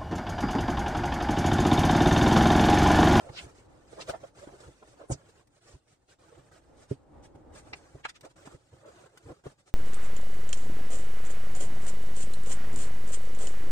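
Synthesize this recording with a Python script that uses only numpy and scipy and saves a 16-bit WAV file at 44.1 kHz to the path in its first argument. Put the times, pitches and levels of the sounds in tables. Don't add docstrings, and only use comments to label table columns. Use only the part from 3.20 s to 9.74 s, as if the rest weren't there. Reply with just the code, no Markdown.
import sys
import numpy as np
from scipy import signal
from scipy.fft import rfft, irfft, next_fast_len
from scipy.io import wavfile
from scipy.ndimage import uniform_filter1d, map_coordinates

SR = 44100
rng = np.random.default_rng(int(sys.argv[2]) if len(sys.argv) > 2 else 0)


def dump(signal):
    limited = np.clip(np.atleast_2d(signal).T, -1, 1)
    pcm = np.round(limited * 32767).astype(np.int16)
    wavfile.write(sys.argv[1], SR, pcm)


N = 288414
T = np.arange(N) / SR


def amp(db):
    return 10 ** (np.asarray(db) / 20)


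def unit_rms(x):
    return x / np.sqrt(np.mean(x ** 2) + 1e-20)


def curve(rows, column=1):
    rows = np.asarray(rows)
    return np.interp(T, rows[:, 0], rows[:, column])


def bins_hz(size):
    return np.fft.rfftfreq(size, 1 / SR)


def colour(x, spectrum):
    size = x.shape[-1]
    padded = next_fast_len(size + 2048, True)
    hz, db = np.transpose(spectrum)
    gain_db = np.interp(np.log(bins_hz(padded) + 1), np.log(hz), db)
    return irfft(rfft(x, padded) * amp(gain_db), padded)[..., :size]


def add(mix, start_s, sound):
    start = round(start_s * SR)
    sound = sound[max(-start, 0):]
    part = mix[max(start, 0):][:len(sound)]
    part += sound[:len(part)]


def flutter(rate_hz):
    size = next_fast_len(N, True)
    spectrum = rfft(rng.standard_normal(size)) / (1 + (bins_hz(size) / rate_hz) ** 4)
    return unit_rms(irfft(spectrum, size)[:N])


def friction(size, snags_per_s, snag_share):
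    snags = (rng.random(size) < snags_per_s / SR) * rng.standard_normal(size)
    hiss = rng.standard_normal(size)
    return np.sqrt(1 - snag_share) * hiss + np.sqrt(snag_share) * unit_rms(snags)


def stroke(sound, rise_s, fall_s, bluntness):
    t = (np.arange(len(sound)) - len(sound) / 2) / SR
    steady = sound / np.sqrt(np.abs(uniform_filter1d(sound ** 2, size=600)) + 1e-12)
    return steady * np.exp(-np.abs(t / np.where(t < 0, rise_s, fall_s)) ** bluntness / 2)


# (start [s], length [s], level [dB])
DRAGS = [(0.0, 0.31, -58.5), (0.301, 0.16, -67), (0.481, 0.61, -68), (0.784, 0.18, -56.5), (1, 0.081, -58),
         (1.148, 0.29, -61.5), (1.402, 0.11, -59), (1.612, 0.6, -67.5), (1.971, 0.24, -68.5),
         (2.985, 0.3, -65), (3.313, 0.066, -60.5), (3.41, 0.36, -71.5), (4.417, 0.39, -63),
         (5.028, 0.028, -55), (5.157, 0.19, -59), (5.511, 0.11, -64), (5.655, 0.21, -60.5),
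         (5.89, 0.3, -67), (6.023, 0.087, -62), (6.237, 0.082, -58)]


def drag_power(grab_s=.0017, release_s=.015):
    power = np.zeros(N)
    for start_s, length_s, db in DRAGS:
        grab = np.clip((T - start_s) / grab_s, 0, 1)
        release = np.exp(-np.clip((T - start_s - length_s) / release_s, 0, 20))
        power += (amp(db) * grab * release) ** 2
    return power


def shifting_folds(cloth):
    spectra = signal.stft(cloth, nperseg=512)[2]
    patches = uniform_filter1d(rng.standard_normal(spectra.shape), size=14, axis=0)
    patches_db = unit_rms(uniform_filter1d(patches, size=9, axis=1))
    return unit_rms(signal.istft(spectra * amp(patches_db), nperseg=512)[1][:N])


# (frequency [Hz], gain [dB])
SWISH_SPECTRUM = [(300, -5.5), (900, -13.5), (1500, -3), (2600, -4.5), (5000, -5.5), (8200, -4.5),
                  (14000, -17.5)]
RASP_SPECTRUM = [(120, -13), (210, -35.5), (310, 2.5), (560, 0.5), (1000, -8.5), (1400, -7), (2300, -18.5),
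                 (5000, -29)]


def rustle(swish_db, rasp_db):
    swish = shifting_folds(colour(friction(N, snags_per_s=3000, snag_share=.18), SWISH_SPECTRUM))
    rasp = unit_rms(colour(friction(N, snags_per_s=700, snag_share=.18), RASP_SPECTRUM))
    grip_db = 1.2 * flutter(rate_hz=28)
    return swish * amp(swish_db + grip_db) + rasp * amp(rasp_db + 2 * grip_db)


# (frequency [Hz], gain [dB])
RUMBLE_SPECTRUM = [(18, -1.5), (55, -8.5), (125, -4), (700, -43)]


def rumble(rasp_db):
    level_db = -65 + .79 * (rasp_db + 63.5)
    return unit_rms(colour(rng.standard_normal(N), RUMBLE_SPECTRUM)) * amp(level_db)


# (frequency [Hz], gain [dB])
RUSH_SPECTRUM = [(40, 18), (130, 6.5), (200, -3.5), (310, 2), (410, -6.5), (520, -2.5), (680, -11),
                 (830, -7), (1050, -18.5), (1300, -21), (2300, -36.5), (6000, -52)]
# (time [s], level [dB])
RUSH_LEVEL = [(1.2, -58), (2.85, -72.5), (3.5, -58), (3.82, -57.5), (4.08, -51.5), (4.33, -50.5),
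              (4.6, -57), (5.1, -64), (6.3, -74)]


def rush(waver_db=2, waver_hz=6.4):
    common = rng.standard_normal(N)
    diffuse = colour(rng.standard_normal((2, N)), [(40, -9.5), (300, 3)])
    level_db = curve(RUSH_LEVEL) + waver_db * flutter(waver_hz)
    return unit_rms(colour(common + diffuse, RUSH_SPECTRUM)) * amp(level_db)


# (peak time [s], level [dB], length [s], boom [Hz])
SCUFFS = [(0.066, -51.5, 0.029, 600), (0.093, -44.5, 0.0026, 800), (0.732, -44, 0.0039, 590),
          (0.791, -41, 0.01, 590), (0.896, -30, 0.0055, 605), (0.942, -35, 0.0057, 660),
          (1.039, -42.5, 0.0052, 620), (1.235, -47.5, 0.009, 540), (1.288, -49.5, .008, 634),
          (1.34, -48, 0.0059, 427), (1.628, -47, 0.0038, 584), (1.814, -44.5, 0.0086, 564),
          (1.838, -54, 0.0047, 550), (1.908, -33, 0.0044, 564), (3.128, -52.5, 0.0046, 580),
          (4.535, -47.5, 0.0063, 450), (5.053, -46.5, 0.0085, 584), (5.654, -49, 0.01, 550),
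          (5.684, -48.5, 0.0093, 520), (6.099, -41, 0.0068, 520), (6.268, -44.5, 0.0026, 530)]
# (frequency [x boom], gain [dB])
GAP_SPECTRUM = [(.1, -63), (.33, -22), (.53, -9), (1, 0), (1.65, -17.5), (2.2, -16.5), (3.6, -30),
                (13, -47.5)]


def scuffs(size=12000):
    out = np.zeros(N)
    for peak_s, db, length_s, boom_hz in SCUFFS:
        slips = friction(size, snags_per_s=1500, snag_share=.15)
        boom = unit_rms(colour(slips, [(ratio * boom_hz, gain_db) for ratio, gain_db in GAP_SPECTRUM]))
        add(out, peak_s - size / 2 / SR, amp(db) * stroke(boom, length_s, length_s, bluntness=1.2))
    return out


# (frequency [Hz], level [dB], T60 [s])
BOX_MODES = [(132, 7.5, 0.059), (279.3, -0.5, 0.072), (393, 7.5, 0.036), (571, 2, 0.028)]
# (frequency [Hz], gain [dB])
PUFF_SPECTRUM = [(25, 7.5), (85, 12), (200, -23.5), (330, 6.5), (600, 0.5), (1200, -9.5), (2500, -15),
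                 (9000, -11)]


def blow(time_s, db, contact_s, ring_db, size=12000):
    out, t = np.zeros(N), np.arange(size) / SR
    cutoff_hz = 2.2 / contact_s
    ring = np.zeros(size)
    for k, (hz, mode_db, t60_s) in enumerate(BOX_MODES):
        mode = amp(mode_db - 60 * t / t60_s) * np.sin(2 * np.pi * hz * t)
        ring += (-1) ** k * mode / np.hypot(1, hz / cutoff_hz)
    ring *= 1 - np.exp(-(t / (1.1 * contact_s)) ** 2)
    add(out, time_s - .002, amp(db + ring_db) * ring / np.abs(ring).max())
    puff = colour(rng.standard_normal(size), PUFF_SPECTRUM)
    puff = irfft(rfft(puff) / np.hypot(1, bins_hz(size) / (.56 * cutoff_hz)), size)
    add(out, time_s - size / 2 / SR, amp(db) * stroke(puff, contact_s, contact_s, bluntness=3.1))
    return out


# (time [s], level [dB], contact [s])
THUDS = [(.101, -38.5, 0.0025), (0.253, -45, 0.018), (0.898, -36.5, 0.0039), (1.274, -41, 0.0026),
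         (1.482, -47.5, 0.016), (1.918, -26, 0.0045), (1.946, -45, 0.014), (2.549, -45, 0.0075),
         (3.186, -47, 0.01), (4.155, -43.5, 0.0051), (4.754, -40.5, 0.0046), (5.274, -37, 0.00097),
         (5.344, -42, 0.0062), (5.533, -48.5, 0.0076), (6.065, -44.5, 0.0079), (6.113, -41, 0.0096),
         (6.265, -36, 0.0049)]


def thuds():
    return sum(blow(*row, ring_db=-3) for row in THUDS)


def resonance(x, centre_hz, width_hz):
    low_passed = irfft(rfft(x) / (1 + (bins_hz(len(x)) / width_hz) ** 2), len(x))
    return low_passed * np.cos(2 * np.pi * np.cumsum(centre_hz) / SR)


# (peak time [s], level [dB], fall [s], centre [Hz], width [Hz])
SWIPES = [(0.184, -41, 0.012, 3144, 1370), (0.816, -42, .006, 3700, 2800), (0.897, -42, 0.0076, 2946, 9000),
          (1.922, -38, 0.0072, 7030, 1530), (4.852, -36.5, 0.0032, 2080, 1700),
          (4.895, -44.5, 0.004, 1727, 3800), (4.961, -56, 0.0059, 1900, 4040)]
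# (frequency [Hz], gain [dB])
BODY_SPECTRUM = [(200, -20), (350, 1), (650, 2), (1400, 4.5), (12000, -50)]


def swipes(sink_octaves_per_s=15, rise_ratio=1.31, body_db=-12, size=16000):
    out, t = np.zeros(N), (np.arange(size) - size / 2) / SR
    for peak_s, db, fall_s, centre_hz, width_hz in SWIPES:
        threads = friction(size, snags_per_s=6000, snag_share=.4)
        sinking_hz = centre_hz * 2 ** np.clip(-sink_octaves_per_s * t, -1, .5)
        weave = colour(resonance(threads, sinking_hz, width_hz), [(500, -14), (1300, 5)])
        body = colour(threads, BODY_SPECTRUM)
        slip = unit_rms(weave) + amp(body_db) * unit_rms(body)
        add(out, peak_s - size / 2 / SR, amp(db) * stroke(slip, rise_ratio * fall_s, fall_s, 1.3))
    return out


# (peak time [s], level [dB], length [s])
BRUSHES = [(0.208, -53, 0.034), (0.38, -65.5, 0.033), (0.76, -61, 0.059), (1.211, -60, 0.044),
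           (1.36, -69.5, 0.016), (1.41, -59, 0.0071), (1.57, -70, 0.16), (1.7, -65.5, 0.025),
           (2.096, -63, 0.0087), (2.358, -71, 0.031), (2.494, -62, 0.055), (2.714, -70, 0.036),
           (2.909, -63, 0.022), (3.608, -66.5, 0.034), (3.717, -61, 0.023), (4.047, -62, 0.015),
           (4.371, -57, 0.03), (4.572, -63, 0.016), (5.103, -69, 0.014), (5.261, -56.5, 0.0069),
           (5.437, -74, 0.094), (6.395, -68, 0.013), (6.479, -64.5, 0.015)]


def brush_power(bluntness=2.78):
    return sum(amp(db) ** 2 * np.exp(-np.minimum(np.abs(T - peak_s) / length_s, 10) ** bluntness)
               for peak_s, db, length_s in BRUSHES)


# (time [s], level [dB], contact [s])
KNOCKS = [(1.901, -43.5, 0.003), (1.91, -44.5, 0.0021), (3.713, -38, 0.0033)]


def knocks():
    return sum(blow(*row, ring_db=17.5) for row in KNOCKS)


def crack(t60_s, spectrum, size=2000):
    burst = colour(rng.standard_normal(size), spectrum) * amp(-60 * np.arange(size) / SR / t60_s)
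    return burst / np.linalg.norm(burst)


# (time [s], energy [dB])
TICKS = [(2.272, -42), (5.009, -28), (5.05, -30), (5.974, -26)]
# (frequency [Hz], gain [dB])
TICK_SPECTRUM = [(2000, -1), (14000, -6)]


def ticks(t60_s=.015):
    out = np.zeros(N)
    for time_s, db in TICKS:
        add(out, time_s, amp(db) * crack(t60_s, TICK_SPECTRUM))
    return out


# (time [s], energy [dB], pitch [Hz])
CLACKS = [(4.533, -14.5, 2150), (4.8528, -10, 1375)]
# (frequency [x pitch], level [dB])
SLAT_MODES = [(.42, -8), (1, 4), (1.25, 1.5), (1.95, -3.5), (2.6, -8.5)]


def clacks(t60_s=.0058, crack_db=-8, touch_lead_s=.0025, touch_db=-9, size=2000):
    out, t = np.zeros(N), np.arange(size) / SR
    for time_s, db, hz in CLACKS:
        ring = sum((-1) ** k * amp(mode_db - 60 * t / t60_s) * np.sin(2 * np.pi * ratio * hz * t)
                   for k, (ratio, mode_db) in enumerate(SLAT_MODES))
        clack = ring / np.linalg.norm(ring) + amp(crack_db) * crack(t60_s / 2, BODY_SPECTRUM)
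        add(out, time_s - touch_lead_s, amp(db + touch_db) * clack)
        add(out, time_s, amp(db) * clack)
    return out


def reflections(t60_s=.047, density=.15, size=4096):
    t = np.arange(size) / SR
    taps = rng.choice([-1., 1.], (2, size)) * (rng.random((2, size)) < density) * (t > .001)
    tail = taps * amp(-60 * t / t60_s)
    return tail / np.linalg.norm(tail, axis=1, keepdims=True)


# (time [s], left lead [ms], left minus right [dB])
POSITION = [(1.8, -0.18, -3), (3, -0.036, -3.5), (5, 0.16, -2.95)]
# (frequency [Hz], gain [dB])
DIRECT_SPECTRUM = [(130, 0.5), (195, -0.5), (280, -3), (550, -7), (5000, -16)]
ECHO_SPECTRUM = [(50, -32), (130, -12), (280, -11), (550, -3), (6000, -10)]
# (frequency [Hz], gain [dB])
LEFT_DIP = [(350, 2), (600, -1), (1200, 2.5)]


def cabin(x, grain_size=1000):
    lead_s = curve(POSITION) / 1000
    direct = np.array([map_coordinates(x, [(T + side * lead_s) * SR], order=3) for side in (.5, -.5)])
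    window = np.sin(np.pi * np.arange(grain_size) / grain_size)
    padded, echoes = np.pad(x, grain_size), np.zeros((2, N))
    for start in range(-grain_size // 2, N, grain_size // 2):
        grain = padded[start + grain_size:][:grain_size] * window
        for channel, echo in zip(echoes, signal.fftconvolve(grain[None], reflections(), axes=1)):
            add(channel, start / SR, echo)
    left, right = colour(direct, DIRECT_SPECTRUM) + colour(echoes, ECHO_SPECTRUM)
    balance_db = np.outer([.5, -.5], curve(POSITION, column=2))
    return np.array([colour(left, LEFT_DIP), right]) * amp(balance_db)


def scene():
    drag_swish_db, brush_rasp_db, idle_db = -7.5, .5, -82.5
    dragging, brushing = drag_power(), brush_power()
    idle = amp(idle_db) ** 2
    swish_db = 10 * np.log10(dragging * amp(drag_swish_db) ** 2 + brushing + idle)
    rasp_db = 10 * np.log10(dragging + brushing * amp(brush_rasp_db) ** 2 + idle)
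    sliding = rustle(swish_db, rasp_db) + rumble(rasp_db) + scuffs() + swipes()
    impacts = thuds() + knocks() + ticks() + clacks()
    return cabin(sliding + impacts) + rush()


# (frequency [Hz], gain [dB])
TONE_SPECTRUM = [(20, -20.5), (60, -3), (9300, 11), (11000, -17), (13300, 4), (15500, -6.5)]
BAND_LIMIT_HZ = 15700


def record(dry):
    low_pass = signal.firwin(511, BAND_LIMIT_HZ, window=("kaiser", 9), fs=SR)
    return signal.oaconvolve(colour(dry, TONE_SPECTRUM), low_pass[None], "same")


dry = scene()
out = record(dry)
dump(out)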